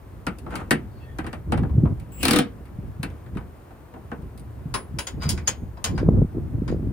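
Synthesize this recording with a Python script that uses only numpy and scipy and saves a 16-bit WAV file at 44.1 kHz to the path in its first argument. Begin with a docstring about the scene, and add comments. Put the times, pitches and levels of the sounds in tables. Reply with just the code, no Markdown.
"""A cordless impact wrench at work outdoors: its socket is knocked onto a bolt in a truck's steel frame.
The motor whines up, the hammer strikes seven blows, then the socket clinks as it is worked on the bolt head.
Contacts are noise bursts plus decaying modes; the motor is tones and rasping noise; slides are runs of slips.
Close to the microphone gusts buffet its two ports; behind lie a quiet yard and a thin whistle."""
import sys
import numpy as np
from scipy import signal
from scipy.fft import rfft, irfft, next_fast_len
from scipy.io import wavfile
from scipy.ndimage import uniform_filter1d

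SR = 44100
rng = np.random.default_rng(int(sys.argv[2]) if len(sys.argv) > 2 else 0)


def store_wav(level_fs):
    """Save 16-bit WAV to argv[1]."""
    pcm = np.round(np.clip(np.atleast_2d(level_fs), -1, 1) * 32767)
    wavfile.write(sys.argv[1], SR, pcm.T.astype(np.int16))


N = 305480
TIME = np.arange(N) / SR
AGE = TIME[:SR // 4]  # seconds since a touch

# Hammer on anvil, about 38 blows a second. Each row: time in seconds, force in dB,
# hardness in dB per octave, pitch of the spot struck in Hz.
HAMMER_BLOWS = [(2.23, -34, 1.5, 2330), (2.2521, -29, .6, 4400), (2.2817, -29, 0, 2830),
                (2.3085, -29.5, 0.7, 4800), (2.3326, -28, -1.2, 3600), (2.36, -29, -0.5, 1270),
                (2.3871, -30, 0, 3300)]
# Modes of the truck frame. Each row: pitch in Hz, relative level in dB, t60 in seconds.
FRAME_MODES = [(247, -3, .14), (325, -5, .17), (371, -10, .2), (476, -1, .17), (698, -10, .15),
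               (782, -10, .13), (984, -11, .12), (1060, -11, .11), (1205, -10, .11), (1340, -10, .11),
               (1489, -4, .1), (1602, -11, .13), (1686, -13, .13), (1839, -9, .13), (1890, -13, .1),
               (2007, -13, .1), (2196, -13, .13), (2304, -9, .14), (2645, -11, .11), (3116, -9, .1),
               (3515, -9, .1), (3651, -9, .11), (3925, -6, .08), (4050, -6, .075), (4194, -9, .085),
               (4325, -14, .11), (4641, -13, .11)]
# Modes of the socket. Each row: pitch in Hz, relative level in dB, t60 in seconds before any damping.
SOCKET_MODES = [(1075, -6, .09), (1275, -13, .09), (1460, -7, .09), (2018, -10, .1), (2304, -11, .11),
                (2589, -13, .1), (2955, -10, .1), (3270, -10, .1), (3332, -20, .2), (3714, -10, .12),
                (3946, -11, .14), (4160, -15, .15), (4870, -7, .1), (4947, -8, .1), (5167, -10, .11),
                (5625, -14, .1), (5883, -16, .1), (6384, -14, .1), (6767, -16, .22), (7430, -13, .14),
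                (7607, -14, .1), (7795, -13, .1), (8933, -7, .1), (9212, -8, .11), (9300, -9, .085),
                (11860, -12, .12), (12600, -12, .14), (13320, -11, .16), (14470, -5, .08),
                (15660, -11, .11)]
# How alike the two ports hear diffuse sound. Each row: pitch in Hz, left-right correlation.
LIKENESS = [(50, 0.86), (300, 0.77), (800, 0.27), (1700, 0.38), (4000, 0.42), (6700, 0.45), (9200, 0.8),
            (14000, 0.97)]
# Edges of the thud, clank, clink, tick and fizz ranges, in Hz.
ZONES_HZ = [140, 560, 2500, 5600, 10500, 16500]
RECOIL_DELAY_S = 0.00585  # from the touch to the spring-back


def from_db(db):
    """Decibels to gain."""
    return 10 ** (np.asarray(db) / 20)


def rms_one(x):
    """Scale to rms 1."""
    return x / np.sqrt(np.mean(x ** 2) + 1e-20)


def at_hz(points, hz):
    """Read a table on a log-frequency axis."""
    points = np.array(points)
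    return np.interp(np.log(hz + 1e-9), np.log(points[:, 0]), points[:, 1])


def add(out, s, sound):
    """Mix a sound in at time s."""
    start = int(s * SR)
    out[:, start:start + sound.shape[-1]] += sound[..., :N - start]


def noise(spectrum, size):
    """Coloured stereo noise at rms 1, its likeness between the ports set for each pitch."""
    padded = next_fast_len(size)
    hz = np.arange(padded // 2 + 1) * SR / padded
    mid, side = rfft(rng.standard_normal((2, padded)))
    alike = np.clip(at_hz(LIKENESS, hz), -.99, .99)
    both = np.sqrt(1 + alike) * mid + np.sqrt(1 - alike) * side * [[1], [-1]]
    coloured = both * from_db(at_hz(spectrum, hz))
    return rms_one(irfft(coloured, padded)[:, :size])


def drift(rate):
    """Slow chance: straight lines between random values of spread 1, `rate` of them a second."""
    return np.interp(TIME * rate, np.arange(4000), rng.standard_normal(4000))


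def band(x, low_hz, high_hz):
    """Causal band-pass."""
    return signal.sosfilt(signal.butter(4, [low_hz, high_hz], "band", fs=SR, output="sos"), x)


def evened(x, span_s):
    """Noise with its slow swings of level taken out."""
    power = uniform_filter1d(np.mean(x ** 2, axis=0), int(span_s * SR))
    return x / np.sqrt(power + 1e-6)


def held(start_s, end_s, attack_s, release_db_per_s):
    """Envelope: swell, hold, die away."""
    swell = np.clip((TIME - start_s) / attack_s, 0, 1) ** 2
    return swell * from_db(-release_db_per_s * np.clip(TIME - end_s, 0, 1))


def mode(hz, t60):
    """A decaying sine; the less alike the ports are at its pitch, the more its phase differs between them."""
    build_cycles = 3.4
    scatter = np.sqrt(-np.log(np.clip(at_hz(LIKENESS, hz), .05, .99)))
    phase = rng.uniform(0, 2 * np.pi) + rng.normal(0, scatter, (2, 1))
    build = 1 - np.exp(-AGE * min(hz, 2500) / build_cycles)
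    return np.sin(2 * np.pi * hz * AGE + phase) * from_db(-60 * AGE / t60) * build


def resonant(colour):
    """A spectrum broken up by a steel body's many small resonances, drawn once for each call."""
    hz = np.geomspace(600, 16500, 420)
    peaks_db = rng.normal(0, 5.5, len(hz))
    # level the local power, so that the broad colour stays
    peaks_db = peaks_db - 10 * np.log10(uniform_filter1d(from_db(peaks_db) ** 2, size=9))
    bass = [row for row in colour if row[0] < hz[0]]
    return bass + list(zip(hz, at_hz(colour, hz) + peaks_db + 1.5))


def contact(force_db, hardness, share_db):
    """Level of each range: force lifts them all, hardness tilts those above the clank."""
    centres_hz = np.sqrt(np.multiply(ZONES_HZ[:-1], ZONES_HZ[1:]))
    octaves_up = np.maximum(np.log2(centres_hz / centres_hz[1]), 0)
    return force_db + np.array(share_db) + hardness * octaves_up


def spot_gain_db(hz, spot_hz):
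    """The spot that is struck favours the resonances near its own pitch."""
    gain_db, width_octaves = 6.5, 0.19
    return gain_db * np.exp(-(np.log2(hz / spot_hz) / width_octaves) ** 2)


def recoil():
    """The loaded bracket springs back with a short thump, its pitch drawn anew each time."""
    hz = 274 * rng.uniform(.88, 1.12)
    t60_s = 0.033
    return np.sin(2 * np.pi * hz * AGE) * from_db(-60 * AGE / t60_s)


def blow(zone_db, colour, spot_hz, modes, modes_db, snap_db, crack_db, crack_s, damping, echo_db):
    """Steel on steel: a bright snap at first touch, a short crack, the dense ring of the chassis, its clear modes."""
    # Dense ring of the chassis. Each row: pitch in Hz, t60 in seconds before division by the damping.
    decay = [(150, 0.3), (450, 0.21), (1000, 0.17), (2000, 0.11), (4000, 0.14), (8000, 0.11),
             (15000, 0.064)]
    snap_s, echo_delay_s = 0.0016, 0.017
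    # a soft contact, with little clink for its clank, already falls off above 1 kHz
    dull_db = min(zone_db[2] - zone_db[1] + 8, 0)
    softness = [(900, 0.0075), (2500, 1.36 * dull_db)]
    colour_hz, colour_db = np.transpose(colour)
    grain_db = colour_db + at_hz(softness, colour_hz) + spot_gain_db(colour_hz, spot_hz)
    grain = noise(np.column_stack([colour_hz, grain_db]), len(AGE))
    out = 0
    echo_age = np.maximum(AGE - echo_delay_s, 0)
    for level_db, low, high in zip(zone_db, ZONES_HZ, ZONES_HZ[1:]):
        hz = np.sqrt(low * high)
        crack = from_db(crack_db) * np.sqrt(hz / 5000) * np.exp(-AGE / crack_s)
        snap = from_db(snap_db) * np.sqrt(hz / 8000) * np.exp(-AGE / snap_s)
        # the truck's body sends back a dull echo
        echo = from_db(echo_db) / (1 + hz / 4000) * (AGE > echo_delay_s) * np.exp(-echo_age / 0.013)
        ring = from_db(-60 * AGE * damping / at_hz(decay, hz))
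        # heavy parts take about a cycle to get moving
        onset = 1 - np.exp(-AGE * hz / 1.35)
        part = band(grain * (snap + crack + ring + echo) * onset, low, high)
        out = out + from_db(level_db) * part / np.std(part[:, :SR // 30])
    for hz, level_db, t60 in modes:
        zone = np.searchsorted(ZONES_HZ[1:-1], hz)
        drive_db = zone_db[zone] + (zone == 1) * at_hz(softness, hz) + .5 * spot_gain_db(hz, spot_hz)
        contact_db = rng.uniform(-5, 3)
        out = out + from_db(drive_db + level_db + modes_db + contact_db) * mode(hz, t60)
    return out


def yard():
    """Distant outdoor noise, gently rising and falling."""
    # Colour of the yard air. Each row: pitch in Hz, relative level in dB per Hz.
    air_colour = [(30, -10), (70, -4), (124, -6.5), (190, -18.5), (330, -14), (550, -18), (1100, -23),
                  (2000, -32), (3500, -42), (6000, -47), (8000, -46), (9700, -40.5), (11000, -58),
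                  (13000, -58.5), (16000, -52)]
    level_db, swell_db = -52.5, 0.42
    air = noise(air_colour, N)
    level = from_db(level_db + swell_db * drift(7))
    return level * air / np.std(band(air, 400, 16000))


def whistle():
    """A thin, slightly hoarse electronic whistle: steady sines whose phase wanders."""
    # Steady tones. Each row: pitch in Hz, level in dB, rate of the phase wander in Hz.
    steady_tones = [(8473, -83, 30), (14363, -67, 90)]
    return sum(from_db(db) * np.sin(2 * np.pi * hz * TIME + .8 * drift(spread))
               for hz, db, spread in steady_tones)


def wind():
    """Lumpy pressure on the ports, brighter as it blows harder; single eddies swell and die in a cycle or two."""
    # Strength of the wind at the microphone. Each row: time in seconds, dB before the puffs.
    strength = [(0.0, -47), (0.13, -44), (0.55, -38), (0.8, -39.5), (1.41, -41), (1.49, -31), (1.64, -26),
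                (1.68, -30.5), (1.76, -27.5), (1.9, -28), (1.98, -34.5), (2.12, -40.5), (2.24, -32),
                (2.31, -44.5), (3.14, -36.5), (3.18, -47), (3.37, -34), (3.63, -59.5), (4.01, -48),
                (4.26, -34), (4.3, -44), (4.75, -36), (4.82, -46.5), (4.98, -34), (5.05, -54),
                (5.15, -33.5), (5.19, -32), (5.27, -28), (5.56, -40.5), (5.61, -34), (5.83, -45),
                (5.89, -32), (5.94, -32.5), (6.08, -24.5), (6.23, -26.5), (6.31, -40), (6.35, -31.5),
                (6.42, -33.5), (6.5, -35.5), (6.56, -29.5), (6.65, -33), (6.72, -29), (6.82, -32.5),
                (6.93, -28.5)]
    # The strongest eddies hit the microphone. Each row: start in seconds, peak in dB, pitch in Hz.
    buffets = [(1.602, -13, 186), (1.62, -13.5, 182), (1.703, -16, 70), (1.749, -13.5, 101.3),
               (1.776, -7.5, 115.4), (1.781, -17.5, 270), (1.834, -6, 190), (1.85, -14.5, 90.5),
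               (1.905, -17, 186), (2.785, -25, 156), (2.994, -20.5, 131), (3.36, -20, 213),
               (4.655, -21, 137), (4.94, -21.5, 142), (5.254, -18, 133), (5.267, -16, 138),
               (5.888, -17.5, 116), (5.922, -23, 168), (6.029, -14, 336), (6.057, -15, 94),
               (6.083, -8, 138), (6.087, -8, 405), (6.135, -22, 140), (6.185, -8.5, 128.4),
               (6.216, -5, 146), (6.218, -15, 414), (6.245, -19, 190), (6.349, -22, 274),
               (6.368, -19.5, 285), (6.381, -18.5, 323), (6.547, -20.5, 132), (6.618, -12.5, 212),
               (6.701, -20.5, 297), (6.724, -15.5, 357), (6.744, -22.5, 338), (6.793, -24.5, 340),
               (6.87, -22, 294)]
    # Colours of the rumble and the flutter. Each row: pitch in Hz, relative level in dB per Hz.
    rumble_colour = [(20, -32), (35, 4), (55, 30), (75, 28.5), (130, 21.5), (190, -49.5)]
    flutter_colour = [(100, 2.5), (140, 4), (250, -3), (350, -8), (480, -17.5), (750, -29), (1500, -45.5),
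                      (4000, -112)]
    eddy_cycles, puff_db, lump_db = 0.79, 2.0, 4.0
    # relative to the wind; flutter gains extra dB for each dB above a light breeze
    rumble_db, flutter_db, flutter_growth, breeze_db = 0.5, -4, 0.88, -37
    wind_db = np.interp(TIME, *np.transpose(strength)) + puff_db * drift(18)
    rumble = from_db(wind_db + rumble_db)
    flutter = from_db(wind_db + flutter_db + flutter_growth * np.maximum(wind_db - breeze_db, 0))
    lumps = from_db(lump_db * drift(55))
    low = evened(noise(rumble_colour, N), .06)
    high = evened(noise(flutter_colour, N), .03)
    out = rumble * low + flutter * high * lumps
    for s, peak_db, hz in buffets:
        swell = AGE * hz / eddy_cycles
        eddy_colour = [(hz / 2, -10), (hz * 1.5, 0), (hz * 3, -30), (hz * 10, -74), (hz * 40, -100)]
        swirl = np.sin(2 * np.pi * hz * AGE) + .25 * noise(eddy_colour, len(AGE))
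        add(out, s, from_db(peak_db) * swell ** 2 * np.exp(2 - 2 * swell) * swirl)
    return out


def knocks():
    """The heavy tool bumps the bolt and the whole frame answers."""
    # The socket knocks on bolt and frame, and a faint brush at 2.654 s. Each row: time in seconds, force in dB,
    # hardness as treble slope in dB per octave, pitch of the spot struck in Hz.
    bumps = [(0.267, -29, -6, 1300), (0.385, -59.5, 1, 2700), (0.463, -39, -13.5, 1310),
             (0.505, -51.5, -4.5, 1000), (0.523, -39.5, -11.5, 1490), (0.537, -39.5, -14, 1300),
             (0.555, -36.5, -3, 1260), (0.612, -41.5, -12, 1400), (0.708, -20.5, -3.5, 1840),
             (1.186, -35, -6.5, 1680), (1.243, -41.5, -9, 1300), (1.265, -39.5, -5.5, 1720),
             (1.329, -38.5, -6, 646), (1.521, -26, -7.5, 820), (1.575, -36.5, -7, 680),
             (1.632, -38.5, -12, 1600), (1.693, -50, -10.5, 1000), (1.855, -37.5, -13.5, 1110),
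             (1.998, -60.5, -0.5, 2650), (2.654, -60.5, -3, 2340), (3.03, -35, -3, 4030),
             (3.102, -57, -4.5, 3400), (3.262, -56.5, -6.5, 1800), (3.351, -54, -6.5, 1610),
             (3.37, -41, -7.5, 1030), (3.407, -51, -12, 1600), (3.706, -51.5, -11.5, 740),
             (3.938, -46.5, -10.5, 820), (3.962, -47.5, -19, 800), (4.116, -36, -11.5, 1610),
             (4.221, -68, -2, 1700), (4.376, -65.5, 2, 4060), (4.395, -72.5, 4, 8950)]
    # Colour of a knock. Each row: pitch in Hz, relative level in dB per Hz.
    knock_colour = [(71, -32), (120, 8.5), (330, 2.5), (420, -8.5), (592, -11.5), (800, -9.5), (1100, -10),
                    (1400, -6), (1720, -8.5), (2700, -7.5), (3200, -7.5), (3950, -14.5), (4800, -21),
                    (5500, -38.5), (6100, -41), (6900, -43), (8600, -33), (9800, -35), (10700, -43.5),
                    (11500, -50), (13400, -59), (14600, -34.5), (16000, -65)]
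    # A knock's force shared among thud, clank, clink, tick and fizz, in dB.
    share_db = [-1, -0.8, -5.5, 0, -5]
    recoil_db = 12.0
    out, body = np.zeros((2, N)), resonant(knock_colour)
    for s, force_db, hardness, spot_hz in bumps:
        zone_db = contact(force_db, hardness, share_db)
        add(out, s, blow(zone_db, body, spot_hz, FRAME_MODES, modes_db=5.0, snap_db=4.0,
                         crack_db=12.0, crack_s=0.01, damping=0.74, echo_db=-7.0))
        add(out, s + RECOIL_DELAY_S, from_db(force_db + recoil_db) * recoil())
    return out


def sliding():
    """Steel rubs on steel: a run of tiny slips of uneven size, each ringing briefly."""
    # The socket slides on the bolt. Each row: start in seconds, end in seconds, level in dB.
    slides = [(0.473, 0.605, -39.5), (5.179, 5.275, -43)]
    slips_per_s, slip_ring_s = 93, 0.02
    slips = (rng.random(N) < slips_per_s / SR) * from_db(rng.normal(0, 3.5, N))
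    # slip energies add up and decay
    ring_pole = np.exp(-2 / (slip_ring_s * SR))
    grit = np.sqrt(signal.lfilter([1], [1, -ring_pole], slips ** 2 + 1e-3))
    scrape_colour = [(200, -25), (450, 11.0), (1400, 8.5), (2600, -4), (5000, -23), (9000, -17), (15000, -41)]
    scrape = grit * noise(resonant(scrape_colour), N)
    level = sum(from_db(db) * held(start, end, attack_s=0.049, release_db_per_s=168)
                for start, end, db in slides)
    return evened(scrape, 0.36) * level


def squeals():
    """Friction feeds several resonances, overlapping in time: each a wavering squeak that sags as the slip slows."""
    # Faint squeals of the slipping socket. Each row: start in seconds, end in seconds, mean pitch in Hz, level in dB.
    squeaks = [(0.88, 1.09, 4440, -69), (0.995, 1.08, 2640, -61), (0.96, 1.19, 3350, -67),
               (1.01, 1.165, 1815, -57)]
    sag, waver, width = 0.025, .006, 0.12  # shares of the pitch
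    hoarse_db = -3
    out = np.zeros((2, N))
    for start, end, hz, db in squeaks:
        size = int(max(end - start, .02) * SR)
        progress = np.linspace(0, 1, size)
        pitch = hz * (1 + sag * (.5 - progress) + waver * drift(42.5)[:size])
        grip = from_db(3.5 * drift(70)[:size])
        # a hoarse skirt of noise around the pitch
        skirt_filter = signal.butter(2, hz * width / 2, fs=SR, output="sos")
        friction = signal.sosfilt(skirt_filter, rng.standard_normal((2, 2, size)))
        phase = 2 * np.pi * np.cumsum(pitch) / SR
        skirt = rms_one(friction[0] * np.sin(phase) + friction[1] * np.cos(phase))
        squeak = grip * np.sin(phase) + from_db(hoarse_db) * skirt
        add(out, start, from_db(db) * np.sin(np.pi * progress) * squeak)
    return out


def motor():
    """The drive's switching tones grow with speed and sink under load; gears rasp, most as the hammer rides its cam."""
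    # Switching tones. Each row: pitch in Hz, dB at the start, dB gained at full speed.
    switching_tones = [(7580, -56, 9), (7730, -53, 8), (15330, -55, 7), (15472, -51, 1.5), (15560, -59, 7)]
    trigger_on_s, trigger_off_s, spin_up_s, coast_db_per_s = 2.117, 2.39, 0.093, 445
    load_drop_db = 6
    gears_db, gears_rise_db = -38.5, 17.5  # at full speed, and how much quieter they start
    cam_db, cam_s = 13, 0.004  # the rasp swells before each blow
    speed = np.clip((TIME - trigger_on_s) / spin_up_s, 0, 1)
    loaded = np.clip((TIME - HAMMER_BLOWS[0][0]) / cam_s, 0, 1)
    tones = 0
    for hz, db, rise_db in switching_tones:
        level = from_db(db + rise_db * speed - load_drop_db * loaded)
        tones = tones + level * np.sin(2 * np.pi * hz * TIME + .5 * drift(90))
    cam = sum((TIME < s) * np.exp(-np.abs(s - TIME) / cam_s) for s, *_ in HAMMER_BLOWS)
    gears = from_db(gears_db - gears_rise_db * (1 - speed ** 5) + cam_db * cam)
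    rasp = noise([(100, 2), (250, 19.5), (700, -3), (1800, -7), (2800, 13.0), (3600, -7),
                  (6500, -11), (10500, 0.0), (14000, -23)], N)
    roughness = 1 + .5 * np.sin(2 * np.pi * 310 * TIME)
    running = held(trigger_on_s, trigger_off_s, attack_s=0.0035, release_db_per_s=coast_db_per_s)
    return running * (tones + gears * rasp * roughness)


def hammer():
    """Each blow cracks on the anvil; a moment later the twisted bracket springs back with a thump and hums on."""
    # Colour of a hammer blow. Each row: pitch in Hz, relative level in dB per Hz.
    hammer_colour = [(71, -34), (120, 6.5), (301, 10), (393, -10.5), (473, 3.5), (569, -21), (698, -7),
                     (892, -12.5), (1290, -12.5), (1900, -13.5), (2750, -17), (3310, -19), (3650, -17),
                     (4900, -22), (6600, -29), (8300, -21.5), (9600, -20.5), (11500, -39), (16000, -32)]
    # A blow's force shared among thud, clank, clink, tick and fizz, in dB.
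    share_db = [6.5, 2, -0.2, -3.5, -7]
    # the first blows only take up slack and shake the frame less
    slack_db, slack_s = 5.5, 0.11
    recoil_db, bracket_db = 16.0, 1.0
    out, body = np.zeros((2, N)), resonant(hammer_colour)
    for s, force_db, hardness, spot_hz in HAMMER_BLOWS:
        thud_db, *upper_db = contact(force_db, hardness, share_db)
        thud_db = thud_db - slack_db * np.exp(-(s - HAMMER_BLOWS[0][0]) / slack_s)
        add(out, s, blow([thud_db, *upper_db], body, spot_hz, FRAME_MODES, modes_db=3.5, snap_db=-3.0,
                         crack_db=6.5, crack_s=0.0053, damping=0.77, echo_db=-12.0))
        bracket = mode(480, .17)
        spring_back = from_db(recoil_db) * recoil() + from_db(bracket_db) * bracket
        add(out, s + RECOIL_DELAY_S, from_db(thud_db) * spring_back)
    return out


def clinks():
    """Light touches ring the socket; the point of contact picks which pure ring sings until the next touch chokes it."""
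    # The loose socket rattles on the bolt head. Each row: time in seconds, force in dB, hardness in dB per octave,
    # contact from -1 (high ring) to +1 (bell ring), pitch of the spot struck in Hz.
    touches = [(4.74, -26.5, -6.5, -0.64, 1160), (4.986, -34.5, -2.5, -0.3, 2940),
               (5.069, -39.5, -2.3, 0.51, 3200), (5.219, -40, -7.5, .2, 1430),
               (5.231, -41.5, -4, 0.15, 2290), (5.29, -40, 2, -0.23, 4950), (5.3, -45.5, 2.5, -0.054, 3170),
               (5.376, -42, -6, 0.081, 2350), (5.47, -49, -4, 0.3, 4900), (5.474, -30.5, -1.56, 1, 3160),
               (5.771, -45, -12.5, 0.17, 1060), (5.841, -32, -1, 0.28, 3120),
               (5.871, -38.5, -9, -0.18, 1050), (5.977, -34.5, -8.5, .1, 1510),
               (6.678, -40.5, -7, 0.077, 1320), (6.714, -54, -7, 0.5, 4900)]
    # Colour of a clink. Each row: pitch in Hz, relative level in dB per Hz.
    clink_colour = [(300, 6.5), (500, 3.5), (900, 8), (1050, 12), (1200, 3), (1450, 7.5), (1750, 6.5),
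                    (2500, 1.5), (3200, 0.5), (4300, 0), (4900, 3), (5800, -7), (6700, -3.5), (7300, -8),
                    (9400, -7), (11000, -27), (13500, -26), (14600, -22), (16000, -39)]
    # A clink's force shared among thud, clank, clink, tick and fizz, in dB.
    share_db = [-8.5, -1.5, 0.5, 2.4, -7.5]
    # The socket's two purest rings. Each row: pitch in Hz, relative level in dB, t60 in seconds before choking.
    bell_modes = [(6595, -5, .085), (6590, -39, .4), (6747, -3, .07), (6850, -8, .06)]
    high_modes = [(9222, -8, .11), (10030, 1, .21), (11810, -16, .1), (15670, -14, .15)]
    bell_db, high_db = 23.5, 15.5  # at full contact, relative to the tick
    choke_s = 0.012
    out, body = np.zeros((2, N)), resonant(clink_colour)
    next_touches = [row[0] for row in touches[1:]] + [N / SR]
    for (s, force_db, hardness, place, spot_hz), next_s in zip(touches, next_touches):
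        zone_db = contact(force_db, hardness, share_db)
        add(out, s, blow(zone_db, body, spot_hz, SOCKET_MODES, modes_db=8.0, snap_db=-19.0,
                         crack_db=5.0, crack_s=0.013, damping=0.72, echo_db=-9.5))
        bell = sum(from_db(bell_db + db) * mode(hz, t60) for hz, db, t60 in bell_modes)
        high_ring = sum(from_db(high_db + db) * mode(hz, t60) for hz, db, t60 in high_modes)
        choke = np.exp(-np.maximum(s + AGE - next_s, 0) / choke_s)
        pure_ring = bell if place > 0 else high_ring
        add(out, s, from_db(zone_db[3]) * abs(place) * choke * pure_ring)
    return out


def rubbing():
    """The socket grinds round on the bolt head: a dense run of slips keeps its modes ringing, one above all."""
    # Spells of grinding. Each row: start in seconds, end in seconds, level in dB.
    rubs = [(5.191, 5.273, -39.5), (5.343, 5.38, -54), (5.447, 5.477, -48), (5.936, 5.99, -52)]
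    sing_hz, sing_t60_s, sing_db = 4870, 0.056, 7.5  # t60 before the damping
    slips_per_s, damping_s, treble_db_per_octave = 730, 0.008, -6.5
    slips = (rng.random(N) < slips_per_s / SR) * rng.standard_normal(N)
    ring = sum(from_db(db + treble_db_per_octave * np.log2(hz / sing_hz)) * mode(hz, t60)
               for hz, db, t60 in SOCKET_MODES)
    # the pressed contact damps every ring
    ring = (ring + from_db(sing_db) * mode(sing_hz, sing_t60_s)) * np.exp(-AGE / damping_s)
    ringing = evened(signal.fftconvolve(slips[None], ring, axes=1)[:, :N], .03)
    level = sum(from_db(db) * held(start, end, attack_s=0.029, release_db_per_s=423)
                for start, end, db in rubs)
    return ringing * level


def ports(x):
    """The two microphone ports hear the scene with a level and phase difference that depends on pitch."""
    # Phase lead of the left port. Each row: pitch in Hz, lead in radians.
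    left_leads = [(60, 0.05), (300, -0.18), (800, 0.6), (1800, 0.65), (4000, 1.3), (6700, 1.53),
                  (9000, 1.94), (10100, 1.1), (12000, -0.057), (14400, -1.4)]
    # Level of the left port over the right. Each row: pitch in Hz, difference in dB.
    left_louder = [(300, 0.6), (800, 2.5), (1800, 1), (4000, 2.3), (6700, 5), (9200, 0.9), (14000, 0)]
    padded = next_fast_len(N + SR // 10)
    hz = np.arange(padded // 2 + 1) * SR / padded
    # each port takes half of the difference
    left = from_db(at_hz(left_louder, hz) / 2) * np.exp(1j * at_hz(left_leads, hz) / 2)
    return irfft(rfft(x, padded) * np.array([left, 1 / left]), padded)[:, :N]


def scene():
    """The tool works a little left of centre; the wind blows straight on the ports."""
    tool = knocks() + clinks() + hammer() + motor() + sliding() + rubbing() + squeals()
    return ports(tool + yard() + whistle()) + wind()


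def record(dry):
    """The microphone sheds the deepest rumble, the largest peaks are rounded and the top is cut."""
    cutoff_hz = 16300
    dry = signal.sosfilt(signal.butter(4, 39, "high", fs=SR, output="sos"), dry)
    rounded = dry / (1 + (dry / .8) ** 4) ** .25
    return signal.sosfilt(signal.ellip(10, .1, 80, cutoff_hz, fs=SR, output="sos"), rounded)


dry = scene()
out = record(dry)
store_wav(out)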